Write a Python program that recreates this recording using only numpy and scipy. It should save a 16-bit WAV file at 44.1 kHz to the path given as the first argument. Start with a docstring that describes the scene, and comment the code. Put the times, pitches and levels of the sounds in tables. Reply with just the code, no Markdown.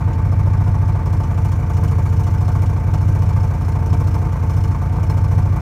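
"""A two-stroke snowmobile idles close by on open snow, no echo; the crank turns about 28 times a second.
From the start: crank drone, fan whir, gas hiss, block and cowling clatter, loose clutch parts rattling.
Only every other turn burns well, so the exhaust pipe throbs at half the crank rate.
From 0.1 s on, odd burns knock and thump, steel clacks, and stumbles swap hard and missed turns.
A thin opening squeal is gone by 1.3 s; the rattle has grown by then, and the idle runs on to the end."""
import sys
import numpy as np
from scipy import signal
from scipy.fft import rfft, irfft
from scipy.io import wavfile
from scipy.ndimage import uniform_filter1d

SR = 44100
rng = np.random.default_rng(int(sys.argv[2]) if len(sys.argv) > 2 else 0)


def int16_out(signal):
    """Quantize to a 16-bit WAV file."""
    q = np.round(np.clip(np.atleast_2d(signal).T, -1, 1) * 32767)
    wavfile.write(sys.argv[1], SR, q.astype(np.int16))


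N = 247389
TIME_S = np.arange(N) / SR

# Table levels are relative.
# crank speed (time [s], speed [turns/s])
CRANK_HZ = [(0.0, 28.35), (0.4, 28.39), (0.9, 28.54), (1.3, 28.28), (1.7, 27.97), (2.2, 28.11),
            (2.7, 28.35), (3.2, 28.4), (3.7, 28.09), (4.2, 28.18), (4.7, 28.28), (5.2, 28.2), (5.6, 28.49)]
# turns that half fire instead of missing (time [s], burn [-1 missed to +1 hard])
STUMBLES = [(0.11, 0.04), (0.98, 0.067), (1.23, 0.19), (1.62, 0.21), (2.79, 0.11), (3.54, 0.29),
            (3.78, -0.012), (4.25, 0.34), (4.35, 0.16), (4.74, 0.22), (4.85, 0.28), (4.95, 0.27),
            (5.56, 0.31)]
# drone partials (order [x crank speed], level [dB])
DRONE_ORDERS = [(2, -3.5), (3, 3.5), (4, -22), (5, -4.5), (7, -13.5), (8, -24.5), (9, -18.5), (11, -18),
                (12, -24.5), (15, -30), (16, -23.5), (17, -35), (18, -35), (19, -30.5), (23, -35),
                (26, -32)]
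# fan and belt whir (frequency [Hz], level [dB])
WHIR_COLOUR = [(300, 1.5), (450, 0), (800, -0.5), (1100, -2.5), (1350, -2), (1550, 3), (1750, -4),
               (2350, -4.5), (2800, -16), (4000, -20)]
# gas hiss at the port (frequency [Hz], level [dB])
GAS_COLOUR = [(1500, -10), (3800, -33), (4800, -8.5), (6000, 5), (7800, -6.5), (9400, 0), (10400, -10.5),
              (11800, -5), (13500, -1.5), (15600, -11.5)]
# rattle and hiss during an even lope (time [s], level [dB])
RATTLE_DB = [(0, -55), (.85, -54), (1.3, -49.5), (1.8, -49), (2.6, -50.5), (4.5, -48.5), (5.6, -52)]
# cowling panel resonances (frequency [Hz], width [Hz], level [dB])
PANEL_MODES = [(311.8, 27, -1), (448.8, 18.6, -1), (535, 88, -13.5), (620, 36, -9), (725.3, 16.6, 0.5),
               (877.1, 15.9, 1.5), (895.6, 16.8, 1), (998, 40, 1), (1068, 33, 2), (1135, 37, 0.5),
               (1182, 38, 1.5)]
# loose steel parts (frequency [Hz], level [dB])
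STEEL_COLOUR = [(1500, -24.5), (2700, 8.5), (3800, 2), (4350, -2), (4800, -3), (5250, 8), (6800, -2.5),
                (7700, 0.5), (9400, -3.5), (10400, -24), (13500, -14), (15600, -5.5)]
# steel resonances, seated loose (frequency [Hz], width [Hz], level [dB])
LOOSE_MODES = [(2930, 21, 19), (4440, 26, 16.5), (6020, 26, 17.5), (6870, 120, 12)]
# steel resonances, seated snug (frequency [Hz], width [Hz], level [dB])
SNUG_MODES = [(4240, 99, 14), (5246, 110, 17), (5540, 41, 8.2), (6130, 41, 6.5), (7250, 65, 9.2),
              (8100, 52, 5.1)]
# seating of the steel parts (time [s], seating [0 loose to 1 snug])
SEATING = [(0, 0.4), (1.1, 0.48), (1.35, 0.039), (2.1, 0.03), (2.4, 0.42), (3.4, 0.34), (5.6, 0.61)]
# sharpest steel clacks (time [s], ring level [dB], gas level [dB])
CLACKS = [(0.13, -43, -66), (0.316, -54, -54), (0.531, -52, -53), (0.662, -63, -55), (0.680, -64, -53),
          (0.879, -51, -50), (1.058, -49, -50), (1.126, -49, -50), (1.202, -58, -54), (1.233, -46.5, -59),
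          (1.374, -52, -56), (1.447, -45, -46.5), (1.518, -42.5, -49), (1.734, -45, -60), (1.767, -44, -49),
          (1.837, -44, -44.5), (1.876, -43.5, -61), (1.912, -50, -50), (1.984, -58, -56), (2.195, -50, -46),
          (2.235, -45.5, -54), (2.266, -45, -50), (2.408, -47.5, -49.5), (2.478, -46, -52),
          (2.619, -47, -43.5), (2.658, -43, -60), (2.937, -41, -45), (3.018, -51, -55), (3.077, -48, -53),
          (3.219, -53, -47), (3.289, -47, -49), (3.430, -53, -51), (3.536, -51, -52), (3.861, -57, -48),
          (3.93, -42.5, -44.5), (3.999, -49, -54), (4.071, -45, -56), (4.141, -44, -46), (4.495, -45, -49),
          (4.566, -48, -48), (4.637, -44, -51), (5.031, -46, -49), (5.097, -40.5, -44), (5.176, -47, -57),
          (5.240, -52, -52), (5.380, -50, -49), (5.563, -51, -48)]
# engine block (frequency [Hz], level [dB])
BLOCK_COLOUR = [(120, -16.5), (250, 6.5), (320, 3.5), (400, 1.5), (460, 3.5), (620, 1), (720, 4.5),
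                (800, -4.5), (880, 7.5), (1000, 1.5), (1180, 1), (1320, -5), (1570, -6), (1720, -15),
                (2350, -10.5), (2800, -29.5), (4000, -29), (9000, -35)]
# piston and drive slaps on the block (crank angle [turns], level [dB], gain per unit burn [dB])
SLAPS = [(.04, -5, 12), (.16, -4.5, 14), (.26, -8.5, -9), (.355, -4, 14), (.53, -4, 13), (.70, -5, 14),
         (.85, -4, 3)]
# pipe and silencer resonances (frequency [Hz], width [Hz], level [dB])
PIPE_MODES = [(44.9, 3.8, -20), (101, 15.7, -1), (168.6, 8.2, -15)]
# burns hard or late enough to knock the block (time [s], level [dB])
KNOCKS = [(0.097, -25.5), (0.211, -40), (0.319, -30), (0.449, -35.5), (0.662, -28), (0.733, -44),
          (1.528, -31), (1.775, -34), (1.826, -24), (1.919, -26), (1.99, -32), (2.265, -29), (2.618, -35),
          (2.718, -31), (2.822, -32), (2.933, -23), (3.222, -29.5), (3.816, -26.5), (3.923, -23.5),
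          (4.001, -34), (4.14, -26), (4.562, -31), (4.985, -29), (5.094, -21.5), (5.376, -23)]


def undb(db):
    """Decibels to gain."""
    return 10 ** (np.asarray(db) / 20)


def level(x, rms_db):
    """Scale to an rms level."""
    return x * undb(rms_db) / np.sqrt(np.mean(x ** 2))


def curve(table, at_s):
    """Interpolate (time [s], value) rows."""
    return np.interp(at_s, *np.transpose(table))


def body(x, colour, modes=(), size=16384):
    """Ring a causal body of broad colour and narrow modes; white noise keeps its level."""
    hz = np.maximum(np.arange(size // 2 + 1) * SR / size, 1)
    points_hz, db = np.transpose(colour)
    below = np.minimum(hz / points_hz[0], 1) ** 2
    above = np.minimum(points_hz[-1] / hz, 1) ** 2
    power = (undb(np.interp(np.log(hz), np.log(points_hz), db)) * below * above) ** 2
    for centre_hz, width_hz, peak_db in modes:
        power += (undb(peak_db) / (1 + ((hz - centre_hz) / width_hz) ** 2)) ** 2
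    cepstrum = irfft(np.log(power / power.mean()) / 2)
    cepstrum[1:size // 2] *= 2  # fold to minimum phase
    cepstrum[size // 2 + 1:] = 0
    return signal.fftconvolve(x, irfft(np.exp(rfft(cepstrum))))[:N]


def rings(modes, rise_s):
    """Response to one blow; neighbouring modes swing in opposite senses."""
    t = TIME_S[:SR // 5]
    ring = sum(-(-1) ** k * undb(db) * np.exp(-np.pi * width_hz * t) * np.sin(2 * np.pi * hz * t)
               for k, (hz, width_hz, db) in enumerate(modes))
    return ring * (1 - np.exp(-t / rise_s))


def pulses(times_s, sizes):
    """One impulse at each time."""
    inside = (times_s >= 0) & (times_s < (N - 1) / SR)
    return np.bincount((times_s[inside] * SR).astype(int), sizes[inside], N)


def bursts(times_s, sizes, rise_s, decay_s):
    """Envelope that rises and decays at each time."""
    t = TIME_S[:SR // 4]
    shape = (1 - np.exp(-t / rise_s)) * np.exp(-t / decay_s)
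    return signal.fftconvolve(pulses(times_s, sizes), shape)[:N]


def walk(rate_hz):
    """Smooth random drift, rms 1."""
    hold = int(SR / rate_hz)
    steps = np.repeat(rng.standard_normal(N // hold + 1), hold)
    return level(uniform_filter1d(steps, hold)[:N], 0)


def grit(spread_db):
    """Dense tiny contacts of uneven size."""
    return level(rng.standard_normal(N) * undb(spread_db * walk(2500)), 0)


def firing(starts_s, lope_depth=0.33, lope_sag=0.55, settle_turns=2.0, rattle_sag_db=4.5):
    """Hard (+) and missed (-) burns alternate; a stumble swaps them and eases lope and rattle nearby."""
    stumble_s, half_burns = np.transpose(STUMBLES)
    turns = np.arange(len(starts_s))
    slips = np.abs(starts_s[:, None] - stumble_s).argmin(axis=0)
    turns_to_slip = np.abs(turns[:, None] - slips).min(axis=1)
    unsettled = np.exp(-turns_to_slip / settle_turns)
    sign = (-1.) ** (turns + np.searchsorted(slips, turns))
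    burn = sign * lope_depth * (1 - lope_sag * unsettled)
    burn[slips] = half_burns
    return burn, curve(RATTLE_DB, starts_s) - rattle_sag_db * unsettled


def drone(crank_turns, lead_turns=0.04, scatter=0.0938, flutter=0.21, onset_s=0.006):
    """Pumping and shaking on every turn; low orders crest together, high ones scatter and flutter."""
    tone = 0
    for order, db in DRONE_ORDERS:
        phase = min(scatter * order, 1) ** 3 * np.pi * rng.standard_normal()
        waver = 1 + flutter * min(order / 10, 2) * walk(21.96)
        tone += undb(db) * waver * np.cos(2 * np.pi * order * (crank_turns + lead_turns) + phase)
    return level(tone, -18.5) * np.minimum(TIME_S / onset_s, 1)


def fan(squeal_hz=1880, squeal_db=-58, squeal_end_s=1.3):
    """Fan and belt whir evenly; at first a thin squeal rides on them."""
    pitch_hz = squeal_hz + 10 * walk(60)
    fade = np.clip((squeal_end_s - TIME_S) / .1, 0, 1)
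    squeal = np.sin(2 * np.pi * np.cumsum(pitch_hz) / SR) * fade
    whir = body(rng.standard_normal(N), WHIR_COLOUR)
    return level(whir, -44.5) + undb(squeal_db) * squeal


def hiss(when, burn, rattle_db, kick_db=10, scatter_db=2):
    """Hard burns spit gas past the piston, then at the port, over a leak; all follow the rattle level."""
    force = undb(kick_db * burn + rattle_db + scatter_db * rng.standard_normal(len(burn)))
    spit = bursts(when(.025), force, rise_s=.0015, decay_s=.011)
    port = bursts(when(.29), force * undb(2), rise_s=.002, decay_s=.018)
    leak = undb(0.5 * curve(RATTLE_DB, TIME_S))
    flow = level(spit + port, -61) + level(leak, -65.5)
    return body(flow * grit(spread_db=1), GAS_COLOUR)


def cowling(when, burn, strike_turns=0.029, kick_db=11, scatter_db=1.5, jitter_s=0.00021):
    """A piston blow each turn, and each knock, rings the panels at their own pitches."""
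    timing, strength = rng.standard_normal((len(burn), 2)).T
    blows = pulses(when(strike_turns) + jitter_s * timing, undb(kick_db * burn + scatter_db * strength))
    knock_s, knock_db = np.transpose(KNOCKS)
    blows += pulses(knock_s, undb(knock_db + 29))
    return level(signal.fftconvolve(blows, rings(PANEL_MODES, rise_s=.019))[:N], -37.5)


def clutch(when, burn, rattle_db, scatter_db=2, clack_scatter_db=3.5, jitter_s=0.0003):
    """Steel parts cross their play each turn and bounce; hard burns bring contact sooner and clack."""
    timing, hit_luck, bounce_luck, kick_luck = rng.standard_normal((len(burn), 4)).T
    contact_s = when(.125 - .05 * burn) + jitter_s * timing
    hit_force = undb(rattle_db + scatter_db * hit_luck + 0.5)
    bounce_force = undb(rattle_db + scatter_db * bounce_luck - 6)
    kick_force = np.maximum(burn, 0) * undb(rattle_db + 2 + clack_scatter_db * kick_luck)
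    hit = bursts(contact_s, hit_force, rise_s=.001, decay_s=.0073)
    bounce = bursts(contact_s + .0053, bounce_force, rise_s=.001, decay_s=.018)
    soft_clack = bursts(when(.034), kick_force, rise_s=.003, decay_s=.013)
    clack_s, ring_db, gas_db = np.transpose(CLACKS)
    sharp_clack = bursts(clack_s, undb(ring_db), rise_s=.001, decay_s=.012)
    shake = np.hypot(hit + bounce, np.maximum(soft_clack, sharp_clack)) * grit(spread_db=1.5)
    seating = np.clip(curve(SEATING, TIME_S) * (1 + .5 * walk(28)), 0, 1)
    loose = body(shake * np.sqrt(1 - seating), STEEL_COLOUR, LOOSE_MODES)
    snug = body(shake * np.sqrt(seating), STEEL_COLOUR, SNUG_MODES)
    # gas spat with each clack
    crack = bursts(clack_s, undb(gas_db + 9), rise_s=.0005, decay_s=.0022)
    tail = bursts(clack_s + .007, undb(gas_db - 1), rise_s=.002, decay_s=.012)
    spit = np.maximum(undb(6) * soft_clack, np.hypot(crack, tail))
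    return loose + snug + body(spit * grit(spread_db=3), GAS_COLOUR)


def block(when, burn, ignition_turns=0.0405, kick_db=10, scatter_db=2.5, jitter_s=0.00026):
    """Each turn sends one shudder and rough slaps through the block, scaled by burn; knocks add in."""
    timing, strength, *slap_luck = rng.standard_normal((len(burn), 2 + len(SLAPS))).T
    ignition_s = when(ignition_turns) + jitter_s * timing
    force = undb(kick_db * burn + scatter_db * strength)
    t = TIME_S[:SR // 8]
    swell = (1 - np.exp(-t / .003)) * np.exp(-t / .018)
    shudder = signal.fftconvolve(pulses(ignition_s, force), rng.standard_normal(len(t)) * swell)[:N]
    slaps = 0
    for (angle_turns, db, swing_db), luck in zip(SLAPS, slap_luck):
        slap_force = undb(db + swing_db * burn + scatter_db * luck)
        slaps += bursts(when(angle_turns), slap_force, rise_s=.00072, decay_s=.0046)
    knock_s, knock_db = np.transpose(KNOCKS)
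    knocks = bursts(knock_s, undb(knock_db - 2.5), rise_s=.006, decay_s=.02)
    clatter = np.hypot(level(slaps, -35.5), knocks) * grit(spread_db=0.5)
    return body(level(shudder, -44.5) + clatter, BLOCK_COLOUR)


def exhaust(when, burn, port_turns=0.4737, unevenness=0.056, jitter_s=0.00034):
    """The port opens near mid-turn; gas above or below the average puff rings the pipe."""
    timing, strength = rng.standard_normal((len(burn), 2)).T
    puffs = pulses(when(port_turns) + jitter_s * timing, burn + unevenness * strength)
    return level(signal.fftconvolve(puffs, rings(PIPE_MODES, rise_s=.0011))[:N], -16.5)


def thumps(ring_hz=128, decay_s=0.0089, gain_db=13):
    """Each knock shoves a short, deep thump out of the silencer."""
    knock_s, knock_db = np.transpose(KNOCKS)
    t = TIME_S[:SR // 8]
    thump = np.sin(2 * np.pi * ring_hz * t) * np.exp(-t / decay_s)
    return signal.fftconvolve(pulses(knock_s, undb(knock_db + gain_db)), thump)[:N]


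def scene():
    """Sum all parts, mono; one crank times the firing."""
    crank_turns = np.cumsum(curve(CRANK_HZ, TIME_S)) / SR
    turns = np.arange(int(crank_turns[-1]) + 1)

    def when(angle_turns):
        """Time [s] at which each turn passes an angle."""
        return np.interp(turns + angle_turns, crank_turns, TIME_S)

    burn, rattle_db = firing(when(0))
    throb = drone(crank_turns) + exhaust(when, burn) + thumps()
    clatter = block(when, burn) + cowling(when, burn)
    return (throb + clatter + fan() + hiss(when, burn, rattle_db) + clutch(when, burn, rattle_db))[None]


def record(dry):
    """Thin the bass below 34 Hz; cut the top above 15.6 kHz."""
    highpass = signal.butter(3, 34, "highpass", fs=SR, output="sos")
    lowpass = signal.ellip(10, .2, 80, 15600, fs=SR, output="sos")
    return signal.sosfilt(lowpass, signal.sosfiltfilt(highpass, dry))


dry = scene()
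out = record(dry)
int16_out(out)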